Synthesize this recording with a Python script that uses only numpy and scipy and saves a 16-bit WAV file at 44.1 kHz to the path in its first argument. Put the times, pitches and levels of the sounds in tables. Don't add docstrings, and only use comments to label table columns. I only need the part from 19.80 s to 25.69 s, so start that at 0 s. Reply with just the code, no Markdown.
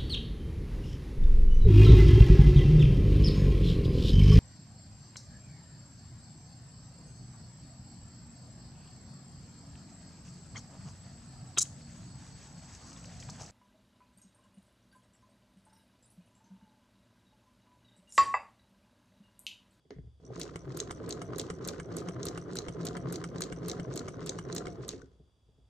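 import sys
import numpy as np
from scipy import signal
from scipy.fft import rfft, irfft, next_fast_len
from scipy.io import wavfile
from scipy.ndimage import uniform_filter1d, map_coordinates

SR = 44100
rng = np.random.default_rng(int(sys.argv[2]) if len(sys.argv) > 2 else 0)


def file_out(sig):
    cols = np.atleast_2d(sig).T
    lim = np.clip(cols, -1, 1)
    pcm = np.round(lim * 32767).astype(np.int16)
    wavfile.write(sys.argv[1], SR, pcm)


N = 259749


def amp(db):
    return 10 ** (np.asarray(db) / 20)


def unit(x):
    return x / np.sqrt(np.mean(x ** 2) + 1e-20)


def along(points, hz):
    f, v = np.transpose(points)
    return np.interp(np.log(hz + 1), np.log(f + 1), v)


def clock(length=N):
    return np.arange(length) / SR


def wobble(rate):
    return map_coordinates(rng.standard_normal(N // 20), [clock() * rate], mode="wrap")


def filtered(x, response):
    m = next_fast_len(x.shape[-1] + SR // 4)
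    spectrum = rfft(x, m) * response(np.fft.rfftfreq(m, 1 / SR))
    return irfft(spectrum, m)[..., :x.shape[-1]]


def coloured(x, colour):
    return filtered(x, lambda hz: amp(along(colour, hz)))


def causal(colour, hz):
    cepstrum = irfft(np.log(amp(along(colour, hz))))
    half = len(cepstrum) // 2
    return np.exp(rfft(np.r_[cepstrum[0], 2 * cepstrum[1:half], np.zeros(half)]))


# pitch_hz, likeness (1 = the same)
LIKENESS = [(60, 1), (250, 0.81), (600, 0.92), (1200, 0.34), (2500, 0.54), (7000, 0.63), (12000, 0.78)]


def spread(pair):
    def mid_and_side(hz):
        mix_angle = np.arccos(np.clip(along(LIKENESS, hz), -1, 1)) / 2
        return np.array([np.cos(mix_angle), np.sin(mix_angle)])

    mid, side = filtered(pair, mid_and_side)
    return np.array([mid + side, mid - side])


def rush(colour):
    return unit(coloured(rng.standard_normal((2, N)), colour))


def steadied(x, span):
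    power = uniform_filter1d(x[0] ** 2, max(int(span * SR), 1))
    return unit(x / np.sqrt(np.abs(power) + np.mean(power) / 20))


def add(track, s, sound):
    part = track[..., max(round(s * SR), 0):][..., :sound.shape[-1]]
    part += sound[..., :part.shape[-1]]


def chatter(rate, bed, t60, count=4):
    t = clock(SR // 20)
    parts = rng.standard_normal((count, 2, len(t))) * amp(-60 * t / t60)
    contacts = (rng.random((count, 1, N)) < rate / count / SR) * rng.standard_normal(N)
    rung = signal.oaconvolve(contacts, parts, axes=-1).sum(axis=0)[:, :N]
    return unit(rung) + bed * rng.standard_normal((2, N))


def strikes(events, colour, t60, ring_db, ring_t60):
    t, track = clock(SR // 5), np.zeros((2, N))
    decay = amp(-60 * t / t60) + amp(ring_db - 60 * t / ring_t60)
    shape = decay * (1 - np.exp(-t / 0.00021))
    size = 16384
    hz = np.fft.rfftfreq(size, 1 / SR)
    for s, db in events:
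        tint = [(f, level + rng.normal(0, 2)) for f, level in colour]
        noise = rng.standard_normal((2, len(t))) * shape
        burst = irfft(rfft(noise, size) * causal(tint, hz))
        burst = burst / np.linalg.norm(burst, axis=1, keepdims=True)
        add(track, s, amp(db) * burst)
    return track


def ring(modes, attack):
    t, tones = clock(SR // 2), 0
    for hz, db, t60 in modes:
        tones = tones + amp(db + rng.normal() - 60 * t / t60) * np.sin(2 * np.pi * hz * t)
    return tones * (1 - np.exp(-t / attack))


# pitch_hz, level_db (relative)
AIR_COLOUR = [(15, -34), (25, -15.5), (114, 0), (600, -11.5), (1200, -18.5), (2110, -28.5), (3340, -20),
              (4370, -32), (4740, -26.5), (9320, -30.5), (16000, -56.5)]
# pitch_hz, level_db (rms)
HUM_TONES = [(3359, -90), (4705, -92), (9410, -107)]


def background():
    tones = 0
    for hz, db in HUM_TONES:
        phase = 2 * np.pi * hz * clock() + 0.12 * wobble(21)
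        tones = tones + amp(db) * np.sqrt(2) * np.sin(phase)
    drone_s = [0, .25, .4, .6, 5.1, 5.45, 5.56, 5.75]
    drone_db = [-88.5, -50, -68.5, -56.0, -55.5, -67.5, -72, -64.0]
    drone_colour = [(20, -40), (45, -16), (60, 5.5), (74, -11.5), (110, -1.0), (300, -127)]
    drone = amp(np.interp(clock(), drone_s, drone_db)) * steadied(rush(drone_colour), span=0.14)
    hiss_colour = [(2500, -35), (3100, -12), (3380, 5.0), (3700, 1.0),
                   (4300, -19), (4700, -4), (5200, -4), (9000, -48)]
    hiss = amp(-88.5) * rush(hiss_colour)
    return tones + spread(amp(-75) * rush(AIR_COLOUR) + drone + hiss)


# pitch_hz, fall_by_60_db_s
ROOM_DECAY = [(150, 0.36), (1500, 0.21), (6000, 0.2), (14000, 0.15)]


def room(x):
    hz, t, z = signal.stft(rng.standard_normal((2, SR // 2)), SR, nperseg=256)
    fading = z * amp(-60 * t / along(ROOM_DECAY, hz)[:, None])
    tail = signal.istft(fading, SR, nperseg=256)[1]
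    tail = np.pad(tail / np.linalg.norm(tail[0]), ((0, 0), (SR // 200, 0)))
    return signal.fftconvolve(x, tail, axes=1)[:, :N]


# pitch_hz, left_minus_right_db
PORT_TILT = [(150, 2), (400, -2.5), (550, -6), (720, 9.5), (1100, -1), (3900, -2), (5200, 4.5),
             (6100, -0.5), (7100, 1), (8400, -5), (9600, -0.5)]
# pitch_hz, left_lead_rad
PORT_LEAD = [(0, 0), (600, 0.1), (950, -1.4), (2930, 1.0), (4390, 0.8), (5000, 2.7), (5510, 0.8),
             (6370, 0.3), (6980, 1.4), (8180, 7.2), (11600, 0.4), (12500, -0.4), (13400, -3.2),
             (14000, -3.1), (14900, -6.0), (16400, -6.3)]


def ports(hz):
    level = amp(np.outer([.5, -.5], along(PORT_TILT, hz)))
    return level * np.exp(1j * np.outer([.5, -.5], along(PORT_LEAD, hz)))


# needle_down_s, needle_db, main_snap_delay_s, early_snap_db, main_snap_db,
# late_snap_db, thump_db, rod_swing_db (levels relative within each kind of sound)
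STITCH_ROWS = [(0.597, -34, 0.017, -51, -29.5, -36, -40, -45.5),
               (0.9716, -31, 0.012, -51, -57, -24, -39, -47),
               (1.2912, -35, .016, -74, -30.5, -30.5, -48, -44),
               (1.5831, -29.5, 0.013, -43.5, -26.5, -38, -42.5, -40.5),
               (1.875, -29, 0.011, -36, -28, -49, -44.5, -38.5),
               (2.167, -29, .0175, -68, -38.5, -48, -44.5, -36),
               (2.4536, -29, 0.014, -31.5, -33, -31.5, -43.5, -43),
               (2.7552, -32, 0.014, -45, -30.5, -26.5, -47, -42),
               (3.0519, -31.5, 0.016, -49, -31, -37.5, -43, -35.5),
               (3.3244, -30.5, .0155, -50, -44, -33, -37.5, -35.5),
               (3.6068, -29, .0128, -41, -24.5, -33, -44, -38),
               (3.883, -29.5, 0.014, -46, -29, -31, -44, -34.5),
               (4.158, -34, 0.017, -41.5, -29.5, -34.5, -39.5, -46),
               (4.4614, -33.5, 0.014, -64, -58, -24.5, -43, -38.5),
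               (4.749, -33, 0.014, -34, -29, -31, -40.5, -41.5),
               (5.081, -34, .009, -70, -27, -48, -45.5, -52)]
COUNT_FROM_S, COUNT_TO_S = .2, 5.7


def marks():
    return np.r_[COUNT_FROM_S, np.transpose(STITCH_ROWS)[0], COUNT_TO_S]


def angle():
    return np.interp(clock(), marks(), np.arange(len(marks())))


def each_turn(share):
    return np.interp(np.arange(len(STITCH_ROWS)) + 1 + share, np.arange(len(marks())), marks())


# share_of_turn after the needle, rumble_db, bearing_rattle_db, thread_hiss_db
TURN_LEVELS = [(0, 5, -0.5, -50), (0.038, 4, 2.5, -44.5), (.15, 5.5, 1.5, -57), (.25, 0.5, 2, -63.5),
               (0.418, 2.5, 3, -60.5), (.52, -4.5, -8, -69.5), (.63, -1.5, -2, -69), (.75, 4, 0, -75.5),
               (.82, 3, 7, -60.5), (.9, 2, 3, -56.5), (0.978, 6, 1.5, -63.5)]


def turn():
    share, *levels = np.transpose(TURN_LEVELS)
    return [np.interp(angle(), share, db, period=1) for db in levels]


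WHEEL_TURN_S, WHEEL_BINDS_S = .855, 1.47


def wheel_swell():
    return np.cos(2 * np.pi * (clock() - WHEEL_BINDS_S) / WHEEL_TURN_S)


# time_s, level_db (before the wheel's swell)
DRIVE_LEVEL = [(0.4, -56.5), (0.48, -53.5), (0.6, -45.5), (0.78, -49.5), (0.96, -42.5), (2.3, -41.5),
               (3.3, -41), (4.45, -42), (4.92, -42), (5.2, -53.5), (5.29, -64), (5.5, -73)]


def effort():
    return np.interp(clock(), *np.transpose(DRIVE_LEVEL), left=-120, right=-120) + wheel_swell()


def fade_with_drive():
    return amp(np.minimum(effort() + 46, 0))


# time_s, boom_db, panel_db, steel_ring_db (levels relative)
KNOCK_ROWS = [(0.052, -68, -55.5, -80), (0.106, -60, -35.5, -45.5), (0.116, -65, -37.5, -70),
              (0.162, -46.5, -51, -68), (0.185, -41, -43, -64), (0.24, -59, -57, -86),
              (0.272, -55.5, -56, -79), (0.439, -54, -44, -82), (5.133, -51, -31.5, -52),
              (5.228, -52.5, -41, -85), (5.398, -54.5, -51, -92), (5.688, -62.5, -57.5, -91),
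              (5.781, -63.5, -58, -93)]
# pitch_hz, level_db (relative), fall_by_60_db_s
BOX_MODES = [(71.4, -5, 0.62), (136, 5.5, 0.073), (156.4, 3, 0.075)]
# pitch_hz, level_db (relative), fall_by_60_db_s
PANEL_MODES = [(268, -4, 0.087), (366, -8, 0.095), (420, 4.5, 0.043), (630, -9.5, 0.034)]
# pitch_hz, level_db (relative)
STEEL_COLOUR = [(600, -7), (1350, -7), (1800, 0), (2100, 1), (2450, -18), (3100, -13.5), (6400, -19),
                (11000, -60)]


def knocks():
    track = np.zeros(N)
    for s, boom_db, panel_db, _ in KNOCK_ROWS:
        boom = amp(boom_db) * ring(BOX_MODES, attack=0.0034)
        panel = amp(panel_db) * ring(PANEL_MODES, attack=0.0044)
        add(track, s, boom + panel)
    steel_hits = np.array(KNOCK_ROWS)[:, [0, -1]]
    steel = strikes(steel_hits, STEEL_COLOUR, t60=0.014, ring_db=-18, ring_t60=0.23)
    return track + amp(21) * spread(steel)


# pitch_hz, width_hz, level_db (relative)
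CABINET_MODES = [(85.2, 18, -9), (120.3, 28.7, -4.5), (164.6, 23, -2.5)]


def wood(hz):
    response = 0
    for k, (centre, width, db) in enumerate(CABINET_MODES):
        damping = 1j * hz * width
        response = response + (-1) ** k * amp(db) * damping / (centre ** 2 - hz ** 2 + damping)
    return response


# pitch_hz, level_db (relative)
RUMBLE_COLOUR = [(50, -76), (130, -16), (215, -4.5), (270, -1.5), (350, 1.5), (430, 1.5), (520, -6.5),
                 (610, -12.5), (790, -19), (1100, -37), (5000, -110)]
# pitch_hz, level_db (relative)
RATTLE_COLOUR = [(300, -31), (850, -5.5), (1040, 11), (1120, 3), (1220, 6), (1500, 2.5), (1900, -6),
                 (2200, -6.5), (2550, -24), (3000, -12), (6500, -25.5), (13000, -74)]


def drive():
    rumble_db, rattle_db, _ = turn()
    body = steadied(filtered(chatter(rate=170, bed=0.99, t60=0.0016), wood), span=0.098)
    rumble = steadied(coloured(chatter(rate=70, bed=1.0, t60=0.053), RUMBLE_COLOUR), span=0.0547)
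    rattle = coloured(chatter(rate=90, bed=0.75, t60=.014), RATTLE_COLOUR)
    rattle = unit(rattle * amp(1.8 * wobble(100)))
    mix = amp(-7.0) * body + amp(rumble_db - 3.5) * rumble + amp(rattle_db - 15.0) * rattle
    return amp(effort()) * mix


def moan():
    pitch_hz = 675 + 45 * np.cos(2 * np.pi * (angle() - .28))
    rough = wobble(60) + 1j * wobble(60)
    tone = np.real(rough * np.exp(2j * np.pi * np.cumsum(pitch_hz) / SR))
    return amp(effort() - 20 + 4 * wheel_swell()) * tone


def thumps():
    return list(zip(each_turn(-.205), np.transpose(STITCH_ROWS)[-2]))


# share_of_turn after the needle, level_db over the rod swing
ROD_REVERSALS = [(-.06, -1.5), (0.459, -3)]
ROD_HZ, THUMP_HZ = 172, 126.5
SWELL_S, NOTE_SCATTER = 0.033, 0.027


def booms():
    swing_db = np.transpose(STITCH_ROWS)[-1]
    notes = [(s, THUMP_HZ, db) for s, db in thumps()]
    for share, db in ROD_REVERSALS:
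        notes += [(s, ROD_HZ, level + db) for s, level in zip(each_turn(share), swing_db)]
    track, t = np.zeros(N), clock(SR // 4) - 1 / 8
    for s, hz, db in notes:
        pitch = hz * (1 + NOTE_SCATTER * rng.normal())
        tone = np.sin(2 * np.pi * (pitch * t + rng.random()))
        add(track, s - 1 / 8, amp(db + 1.5) * np.exp(-(t / SWELL_S) ** 2) * tone)
    return track * fade_with_drive()


# pitch_hz, level_db (relative)
CLOTH_COLOUR = [(1200, -12), (2600, 1), (3300, -0.5), (4100, 4), (4800, 4.5), (6600, 2.5), (8000, -5),
                (10000, -22), (13000, -46), (15300, -30), (16500, -45)]


def thread():
    catches = coloured(chatter(rate=100, bed=1.5, t60=.008), CLOTH_COLOUR)
    return fade_with_drive() * amp(turn()[2] - 2.0) * unit(catches * amp(4.5 * wobble(240)))


RUNOUT_S, RUNOUT_SNAP_DB, RUNOUT_TAP_DB = 5.217, -54.5, -39
# share_of_turn after the needle, level_db over the drive
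PLAY_PLACES = [(-.31, -2.5), (-.2, -6.5), (-.09, -4.5), (.18, 6), (.33, -1.5)]
PLAY_SCATTER_S, PLAY_SCATTER_DB = .006, 3
TAP_HZ, TAP_PITCH_SCATTER = 1240, .13
TAP_PAIR_RATIO, TAP_T60_S = 1.19, .024


def driven(share, db):
    times = each_turn(share)
    return list(zip(times, db + np.interp(times, clock(), effort())))


def linkage():
    taps = [(RUNOUT_S, RUNOUT_TAP_DB)]
    for share, level in PLAY_PLACES:
        for s, db in driven(share, level):
            shift_s = PLAY_SCATTER_S * rng.normal()
            taps.append((s + shift_s, db + PLAY_SCATTER_DB * rng.uniform(-1.1, 1)))
    track = np.zeros(N)
    for s, db in taps:
        hz = TAP_HZ * np.exp(TAP_PITCH_SCATTER * rng.normal())
        pair = [(hz, 0, TAP_T60_S), (hz * TAP_PAIR_RATIO, -4, TAP_T60_S / 2)]
        add(track, s, amp(db - 2) * ring(pair, attack=.0012))
    return track


def clunks():
    slack = [(s - .014, db) for s, db in thumps()]
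    return amp(22) * strikes(slack, RUMBLE_COLOUR, t60=0.04, ring_db=-13.0, ring_t60=0.069)


# time_s, level_db (relative)
FEED_STROKES = [(0.7581, -32.5), (1.1081, -33), (1.4171, -36), (1.701, -32), (1.998, -35), (2.2862, -36.5),
                (2.5757, -34), (2.8832, -31.5), (3.1679, -34), (3.44, -34.5), (3.7238, -36), (3.9972, -34),
                (4.282, -34), (4.587, -34), (4.8685, -34)]
# pitch_hz, level_db (relative)
CLACK_COLOUR = [(400, 5), (900, -6.5), (1250, 3), (1600, -1), (1900, -8), (2200, -2.5), (2520, -20),
                (2950, -3.5), (3900, -18.5), (6000, -11.5), (8500, -16.5), (10300, -29), (12200, -37),
                (16000, -48.5)]


def feed():
    clacks = amp(21) * strikes(FEED_STROKES, CLACK_COLOUR, t60=0.027, ring_db=-14, ring_t60=0.061)
    teeth = [(s + lag, db + rng.normal(0, 3.6)) for s, db in FEED_STROKES for lag in (0, .008)]
    teeth_colour = [(1500, -13), (3500, -23), (5000, -22), (6700, 3.5),
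                    (8800, 8.5), (11000, -15), (15000, -32)]
    clicks = amp(0.5) * strikes(teeth, teeth_colour, t60=0.0056, ring_db=-25, ring_t60=0.12)
    return clacks + clicks


def spring():
    starts = [.452] + [s + .036 + rng.normal(0, .002) for s, _ in FEED_STROKES]
    ticks = []
    for s in starts:
        for k in range(3):
            ticks.append((s + k * .012 + rng.normal(0, .001), -38 - k + rng.normal(0, 1.5)))
    colour = [(2000, -46.5), (5400, -9.5), (5850, 9.5), (6150, 5), (6500, -13), (8500, -13), (12000, -52)]
    return amp(1.5) * strikes(ticks, colour, t60=.015, ring_db=-26, ring_t60=0.045)


SNAP_STEPS = [-.037, 0, .0177]
# pitch_hz, level_db (relative)
STEEL_SNAP_COLOUR = [(600, -34), (2100, -9), (2550, -25.5), (3300, -5.5), (4050, 4.5), (4750, -4),
                     (5500, -1.5), (6450, 3.5), (7500, 0), (8600, -11.5), (10000, -20), (13000, -40),
                     (15400, -23), (16800, -44)]


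def snaps():
    events = [(RUNOUT_S, RUNOUT_SNAP_DB)]
    for s, _, delay, *levels, _, _ in STITCH_ROWS:
        events += [(s + delay + step, db) for step, db in zip(SNAP_STEPS, levels)]
    return amp(17) * strikes(events, STEEL_SNAP_COLOUR, t60=.011, ring_db=-13, ring_t60=0.037)


# pitch_hz, level_db (relative)
NEEDLE_STROKE_COLOUR = [(400, -49), (1200, 4.5), (2000, -8.5), (2550, -31), (4100, -1.5), (5200, -21),
                        (6900, 1), (9800, -2), (10600, -5), (11400, -6.5), (12000, -1.5), (13600, -18.5),
                        (15600, -32), (16800, -47)]


def needle():
    strokes = [row[:2] for row in STITCH_ROWS]
    return amp(15) * strikes(strokes, NEEDLE_STROKE_COLOUR, t60=0.02, ring_db=-34, ring_t60=0.047)


def scene():
    stitches = needle() + snaps() + feed() + clunks()
    hits = spread(stitches + linkage() + spring()) + knocks()
    machine = hits + amp(-14.5) * room(hits) + booms() + moan() + spread(drive() + thread())
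    return filtered(machine, ports) + background()


def record(dry):
    return filtered(dry, lambda hz: hz < 16600)


dry = scene()
out = record(dry)
file_out(out)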